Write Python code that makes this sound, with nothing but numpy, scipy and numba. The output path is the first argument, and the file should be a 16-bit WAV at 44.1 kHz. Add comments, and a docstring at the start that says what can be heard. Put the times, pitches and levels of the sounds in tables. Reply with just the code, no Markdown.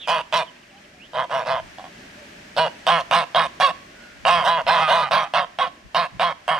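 """Two domestic geese call in quick runs in an open farm pen: one honks, grunts and yelps, one cuts in.
Each call is a train of syrinx pulses that starts as a rasp, locks into a nasal tone and ends in a creak.
It rings the long windpipe and bill and bounces off the ground, fence, stones and trees.
Leaves rustle, a small bird and poultry call far off, and soft thuds bump the microphone."""
import sys
import numpy as np
from scipy import signal
from scipy.fft import rfft, irfft, next_fast_len
from scipy.io import wavfile
from scipy.ndimage import uniform_filter1d
from numba import njit

SR = 44100
rng = np.random.default_rng(int(sys.argv[2]) if len(sys.argv) > 2 else 0)


def materialize(psi):
    """Save the field psi as 16-bit PCM at rate SR to the path in sys.argv[1].

    A 1-D psi becomes a single channel; in a 2-D psi each row is a channel.
    """
    bounded = np.clip(np.atleast_2d(psi).T, -1, 1)
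    quanta = np.round(bounded * 32767).astype(np.int16)
    wavfile.write(sys.argv[1], SR, quanta)


N = 290619
TIME = np.arange(N) / SR


def undb(db):
    """Decibels to gain."""
    return 10 ** (np.asarray(db) / 20)


def unit(x):
    """Scale to rms 1."""
    return x / np.sqrt(np.mean(x ** 2) + 1e-18)


def add(track, start_s, x):
    """Mix x into the track at start_s."""
    i = int(start_s * SR)
    x = x[max(-i, 0):max(N - i, 0)]
    track[max(i, 0):max(i, 0) + len(x)] += x


def butter(x, hz, kind, order=2):
    """Low-pass or high-pass."""
    return signal.sosfilt(signal.butter(order, hz, kind, fs=SR, output="sos"), x)


def colour(x, gain_points, phase_points=((1, 0),)):
    """Filter by (Hz, dB) and (Hz, radians) points."""
    size = next_fast_len(N + SR)
    log_hz = np.log(np.maximum(np.fft.rfftfreq(size, 1 / SR), 1))
    curves = np.array(gain_points), np.array(phase_points)
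    db, rad = (np.interp(log_hz, np.log(curve[:, 0]), curve[:, 1]) for curve in curves)
    return irfft(rfft(x, size) * undb(db) * np.exp(1j * rad), size)[..., :N]


def walk(t, rate_hz):
    """Random values joined by straight lines."""
    return np.interp((t - t[0]) * rate_hz, np.arange(512), rng.standard_normal(512))


@njit
def resonate(x, hz, width_hz):
    """State-variable band-pass with moving centre and width."""
    y = np.empty(len(x))
    band_state, low_state = 0., 0.
    for i in range(len(x)):
        g, damping = np.tan(np.pi * hz[i] / SR), width_hz[i] / hz[i]
        band = (band_state + g * (x[i] - low_state)) / (1 + g * (g + damping))
        band_state = 2 * band - band_state
        low_state += 2 * g * band
        y[i] = damping * band
    return y


def steady(x, sounding, window_s=0.011):
    """Hold the rms at 1 while sounding, then freeze the gain so the resonances ring out."""
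    size = int(window_s * SR)
    power, weight = x[sounding] ** 2, np.ones(sounding.sum())
    for span in (size, size // 2):
        power = uniform_filter1d(power, span, mode="constant")
        weight = uniform_filter1d(weight, span, mode="constant")
    return x / np.sqrt(np.pad(power / weight, (0, len(x) - len(power)), "edge") + 1e-18)


def breeze(rumble_db=-4, side_db=-2, sway_db=1.3, flutter_db=.6):
    """Leaves rustle in the breeze over a low rumble common to both channels."""
    # Outdoor noise. Each row: frequency in Hz, relative density in dB.
    spectrum = [(18, -67), (30, -14.5), (119, -14.5), (200, -8), (524, -11.5), (581, 0.5), (1030, -13),
                (1440, -11.5), (1650, -7), (3230, -15), (3590, -18.5), (5880, -21.5), (15000, -43)]
    # Breeze strength. Each row: time in seconds, level in dB.
    strength = [(0, -47.5), (1, -50), (1.7, -44.5), (2.4, -43.5), (4.1, -45.5), (5.8, -50), (6.6, -49)]
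    mid, side = colour(rng.standard_normal((2, N)), spectrum)
    leaves = unit(butter(mid + undb(side_db) * side * np.array([[1], [-1]]), 642, "highpass"))
    rumble = unit(butter(mid, 412, "lowpass")) * undb(rumble_db + sway_db * walk(TIME, 6.4))
    level_db = np.interp(TIME, *np.transpose(strength)) + flutter_db * walk(TIME, 9.9)
    return (leaves + rumble) * undb(level_db)


def bumps(low_hz=30, top_hz=170):
    """Low thuds of handling and air on the microphone."""
    # Each row: start in seconds, length in seconds, level in dB.
    thuds = [(1.45, 0.25, -48), (4.183, 0.29, -44), (4.63, 0.075, -44), (4.852, 0.37, -52),
             (5.837, 0.052, -47), (6.13, 0.053, -39.5)]
    swell = sum(undb(db) * np.exp(-(2 * (TIME - start_s) / length_s - 1) ** 2)
                for start_s, length_s, db in thuds)
    noise = butter(rng.standard_normal((2, N)), top_hz, "lowpass", order=4)
    return swell * unit(butter(noise, low_hz, "highpass"))


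def far_birds(chirp_count=5, waver=.055):
    """Wavering sine glides: a small bird's whistles and chirps, and faint poultry."""
    # Each row: start and length in seconds, first and last pitch in Hz, relative level in dB.
    whistles = [(-.03, 0.12, 3877, 2980, -41.5), (-.01, 0.11, 3410, 2100, -46),
                (.45, 0.066, 3630, 2800, -49), (.97, .12, 2040, 3830, -49.5)]
    poultry = [(.7, 0.12, 790, 815, -55.5), (.9, 0.15, 733, 728, -61), (2.13, 0.16, 612, 573, -51),
               (3.85, .4, 1480, 1434, -55)]
    # One row: start, period and length in seconds, first and last pitch in Hz, relative level in dB.
    chirp_run = (.545, .072, .04, 3700, 2000, -57)
    first_s, period_s, *chirp = chirp_run
    chirps = [(first_s + k * period_s, *chirp) for k in range(chirp_count)]
    out = np.zeros(N)
    for start_s, length_s, from_hz, to_hz, db in [*whistles, *poultry, *chirps]:
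        t = TIME[:int(length_s * SR)]
        hz = np.geomspace(from_hz, to_hz, len(t)) * (1 + waver * walk(t, 886))
        tone = np.sin(2 * np.pi * np.cumsum(hz) / SR)
        add(out, start_s, 2 * undb(db) * np.hanning(len(t)) * tone)
    return out


def pen_echoes(x, fence_t60_s=0.14, stones_t60_s=0.29, trees_t60_s=0.52):
    """Stereo tail: treble scatter off the wire fence, echoes off near stones, a dull wash from trees."""
    t = TIME[:SR // 2]
    fence, stones, trees = rng.standard_normal((3, 2, len(t)))
    tail = undb(-12) * unit(butter(fence, 3000, "highpass") * undb(-60 * t / fence_t60_s))
    tail += undb(-19) * unit(stones * undb(-60 * t / stones_t60_s))
    tail += undb(-26) * unit(butter(trees, 5000, "lowpass") * undb(-60 * t / trees_t60_s))
    return signal.fftconvolve(x[None], tail / np.sqrt(len(t)), axes=1)[:, :N]


def ground_bounce(t, pulses, delay_s, gain=0.33):
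    """The ground returns each slap a moment later."""
    return pulses + gain * np.interp(t - delay_s, t, pulses, left=0)


def membrane(t, hz, rough, jitter=.08, scatter_db=2.0, hiss=0.14, puff_cycles=0.11):
    """One slap a cycle, then a puff of air; roughness scales the puff and the scatter in time and size."""
    cycles = np.cumsum(hz * np.exp(jitter * rough * walk(t, 170.15))) / SR
    at = np.interp(np.arange(int(cycles[-1])), cycles, np.arange(len(t)))  # fractional samples
    slaps = np.zeros(len(t) + 1)
    slaps[at.astype(int)] += 1 - at % 1
    slaps[at.astype(int) + 1] += at % 1
    puffs = np.exp(-(cycles % 1) / puff_cycles) * rng.standard_normal(SR)[:len(t)]
    return (slaps[:-1] + hiss * rough * puffs) * undb(scatter_db * rough * walk(t, 166.3))


def syrinx(t, hz, rough, high_register, join_s=0.016):
    """Two membranes beat, the second scaled by roughness; the high register triples the first's rate."""
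    first = (1 - high_register) * membrane(t, hz, rough)
    first += high_register * (membrane(t, 3 * hz, rough) + membrane(t, 1.5 * hz, rough + .5) / 3)
    joined = np.clip((t - t[0]) / join_s, 0, 1)
    return first + 1.52 * rough * joined * membrane(t, 1.27 * hz, rough)


def rattle(t, pulses, scatter_db=3.5, slip_s=.00005):
    """No two slaps close alike: their edges vary in size and timing."""
    return np.interp(t + slip_s * walk(t, 174.5), t, pulses) * undb(scatter_db * walk(t, 170.5))


def neck_smear(x, direct=0.43, decay_s=0.004):
    """Short waves bounce in the long neck and spread each slap; the pattern shifts as the neck moves."""
    t = TIME[:SR // 400]
    echoes = rng.standard_normal((2, len(t))) * np.exp(-t / decay_s)
    early, late = (signal.lfilter(unit(echo) / np.sqrt(len(t)), 1, x) for echo in echoes)
    posture_rad = np.linspace(0, np.pi, len(x))
    return direct * x + np.cos(posture_rad) * early + np.sin(posture_rad) * late


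def windpipe(pulses, tuning, damping, nasal_gain, chest_hz=165., chest_width_hz=60.):
    """Low band: slaps ring the windpipe and chest; modes from the third up are nasal."""
    # Each row: base centre in Hz, base width in Hz, relative gain in dB.
    modes = [(465.6, 43, -17), (677, 80.3, 3), (1006.3, 66.2, 4.5), (1243, 99, -1.5), (1695, 230, -7.5),
             (2103, 170, -13)]
    pipe = 0
    for k, (hz, width_hz, db) in enumerate(modes):
        gain = (-1) ** k * undb(db) * (nasal_gain if k > 1 else 1)
        pipe += gain * resonate(pulses, hz * tuning, width_hz * damping)
    chest = resonate(pulses, np.full(len(pulses), chest_hz), np.full(len(pulses), chest_width_hz))
    return butter(butter(pipe, 383, "highpass", order=4) + undb(-15.5) * chest, 2680, "lowpass")


def bill(edges, tuning, damping, sharpness):
    """High band: slap edges ring the bill; their sharpness feeds the modes from the fourth up."""
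    # Each row: base centre in Hz, base width in Hz, relative gain in dB.
    modes = [(2450, 230, 2), (2930, 140, 3.5), (3302, 217, 1.5), (3950, 365, -4), (4400, 570, -9),
             (5390, 1660, -19.5), (8310, 580, -20.5), (10060, 9600, -32)]
    ring = 0
    for k, (hz, width_hz, db) in enumerate(modes):
        gain = (-1) ** k * undb(db) * (sharpness if k > 2 else 1)
        ring += gain * resonate(edges, hz * tuning, width_hz * damping)
    return butter(butter(ring, 13500, "lowpass"), 2780, "highpass", order=4)


def goose_call(start_s, length_s, rasp_s, top_hz, tone_rough, call_db, manner):
    """A rasp locks into a tone and slackens to a creak; pitch, level and treble follow air pressure."""
    # Each row, by manner: throat tuning ratio; first slap, rasp and late tone in dB against the call;
    # relative treble and nasal gain in dB.
    manners = {"contact": (1, -6, .5, -5, -6.5, 3.5), "hoot": (.98, -8, 1, -4.5, -9, -1),
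               "honk": (1.06, -2, 1.5, -6, -10, 3.5), "swell": (1, -5.5, 3, -3.5, -11, 5),
               "grunt": (1.01, -17, -6, -6, -13, 1.5), "mutter": (1.12, 2, -1.5, -3, -5, -8),
               "yelp": (1.1, -4.5, -4, -8.5, -11, 2), "answer": (1.23, -8, -7, -4.5, -9, 3.5)}
    # Pulse rate as a share of top_hz at each of the six stages_s.
    pitch_arch = [.69, .89, 0.98, .99, .94, .72]
    tuning, first_db, rasp_db, late_db, bright_db, nasal_db = manners[manner]
    rasp_rough, creak_rough = 0.6556, 0.515
    locking_s, parting_s, release_s = 0.0119, 0.02, 0.027
    treble_per_db, usual_db = .5, -17.5  # louder calls are brighter

    t = start_s + np.arange(int((length_s + .04) * SR)) / SR
    lock_s, end_s = start_s + rasp_s, start_s + length_s
    peak_s, break_s = (lock_s + share * (end_s - lock_s) for share in (.18, .56))
    stages_s = np.sort([start_s, (start_s + lock_s) / 2, lock_s, peak_s, break_s, end_s])
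    sounding = t < end_s
    arch = np.interp(t, stages_s, pitch_arch)
    hz = arch * top_hz
    locked = np.interp(t, [lock_s - locking_s, lock_s, break_s, break_s + parting_s], [0, 1, 1, 0])
    loose_rough = np.where(t < lock_s, rasp_rough, creak_rough)
    rough = np.clip(locked * tone_rough + (1 - locked) * loose_rough, 0, 1)

    # a hard-driven rasp squeals before it locks
    strain = np.interp(t, stages_s[:3], [0, 1, 0]) * undb(min(call_db + rasp_db + 12.0, 0))
    squeal = 0.92 * strain * membrane(t, 5 * hz, rough / 2)
    pulses = syrinx(t, hz, rough, high_register=locked * (manner == "yelp")) + squeal
    pulses = butter(pulses * sounding, 83, "highpass")
    pulses = ground_bounce(t, pulses, delay_s=0.001987 / tuning)

    # pressure opens the bill: resonances rise, nasal ones grow
    damping = 0.41 + rough
    low = windpipe(pulses, tuning * arch ** 0.1, damping, nasal_gain=undb(nasal_db - 2.5) * arch ** 1.7)
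    sharpness = np.interp(t, stages_s, [.9, 1.1, 1, .85, .55, .5])
    high = bill(neck_smear(rattle(t, pulses)), arch ** 0.16, damping, sharpness)

    knots_s = np.sort([*stages_s[:4], end_s - release_s, end_s])
    level_db = call_db + np.interp(t, knots_s, [first_db, rasp_db, rasp_db / 2, 0, late_db, late_db - 5])
    bite_db = np.interp(t, [start_s, lock_s, end_s], [3.5, 0, -1])
    treble_db = bright_db + treble_per_db * (call_db - usual_db) + bite_db
    return undb(level_db) * (steady(low, sounding) + undb(treble_db) * steady(high, sounding))


def geese(gain_db=0.5):
    """Calls of both geese; the manner "answer" is the second bird."""
    # Each row: start, length and rasp length in seconds, top pulse rate in Hz, tone roughness 0-1,
    # relative level in dB, manner.
    calls = [(.074, 0.14, .046, 173.5, 0.36, -19.5, "contact"),
             (0.325, 0.11, .029, 167.9, 0.28, -18.5, "contact"),
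             (1.133, 0.12, 0.049, 134.9, 0.25, -19.5, "grunt"),
             (1.296, 0.14, 0.04, 133.7, 0.39, -20, "grunt"),
             (1.45, 0.15, 0.046, 135.3, 0.28, -19.5, "grunt"),
             (1.784, 0.045, 0.011, 103.7, 0.42, -36.5, "mutter"),
             (1.841, 0.037, 0.0073, 94.6, .34, -37, "mutter"),
             (2.565, .12, 0.039, 166.6, 0.13, -17.5, "hoot"),
             (2.867, 0.15, 0.048, 174.2, 0.04, -16, "honk"),
             (3.111, 0.13, 0.054, 174.4, 0.15, -16.5, "honk"),
             (3.347, 0.12, 0.039, 171.6, 0.4, -16.5, "honk"), (3.6, 0.11, 0.033, 192.2, 0.37, -13, "yelp"),
             (4.251, 0.19, 0.062, 177.8, 0.12, -16, "honk"), (4.44, .18, .07, 172.2, .15, -18.5, "swell"),
             (4.666, 0.17, 0.052, 172.4, 0.34, -17.5, "swell"),
             (4.72, 0.2, 0.089, 162.4, .08, -19.5, "answer"),
             (4.879, .162, .066, 171.9, .34, -17.5, "swell"),
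             (4.958, .131, 0.06, 156.3, 0.16, -22.5, "answer"), (5.11, .14, 0.06, 172.5, 0.48, -18, "honk"),
             (5.169, 0.11, .04, 140.2, 0.17, -28, "answer"),
             (5.337, 0.11, 0.047, 156.9, 0.67, -18.5, "honk"),
             (5.587, 0.094, 0.024, 176.7, 0.46, -17, "yelp"),
             (5.946, 0.12, 0.038, 176.3, 0.2, -18.5, "honk"),
             (6.196, 0.13, 0.049, 175.2, 0.17, -19, "honk"),
             (6.479, .121, 0.029, 163.8, 0.34, -19.5, "honk")]
    out = np.zeros(N)
    for call in calls:
        add(out, call[0], goose_call(*call))
    return undb(gain_db) * out


def scene():
    """Birds, breeze and bumps; above the bass, calls are louder on the right and lag on the left."""
    # Each row: frequency in Hz, left minus right in dB.
    pan = [(150, -.6), (700, -.5), (1100, -4.7), (2500, -5.6), (10000, -6)]
    # Phase between the microphone ports. Each row: frequency in Hz, left lead in radians.
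    port_phase = [(250, 0.14), (700, -0.46), (1100, -0.61), (1700, -0.22), (2500, -0.58), (4800, -0.54),
                  (10000, -1.4)]
    calls = geese() + far_birds()
    left, right = calls + pen_echoes(calls)
    hz, pan_db = np.transpose(pan)
    left = colour(left, np.c_[hz, pan_db / 2], port_phase)
    right = colour(right, np.c_[hz, -pan_db / 2])
    return np.array([left, right]) + breeze() + bumps()


def record(dry, ceiling=1.3, top_hz=15300):
    """Soft-clip the peaks and cut the top."""
    rounded = ceiling * np.tanh(dry / ceiling)
    return signal.sosfilt(signal.ellip(8, .2, 70, top_hz, fs=SR, output="sos"), rounded)


dry = scene()
out = record(dry)
materialize(out)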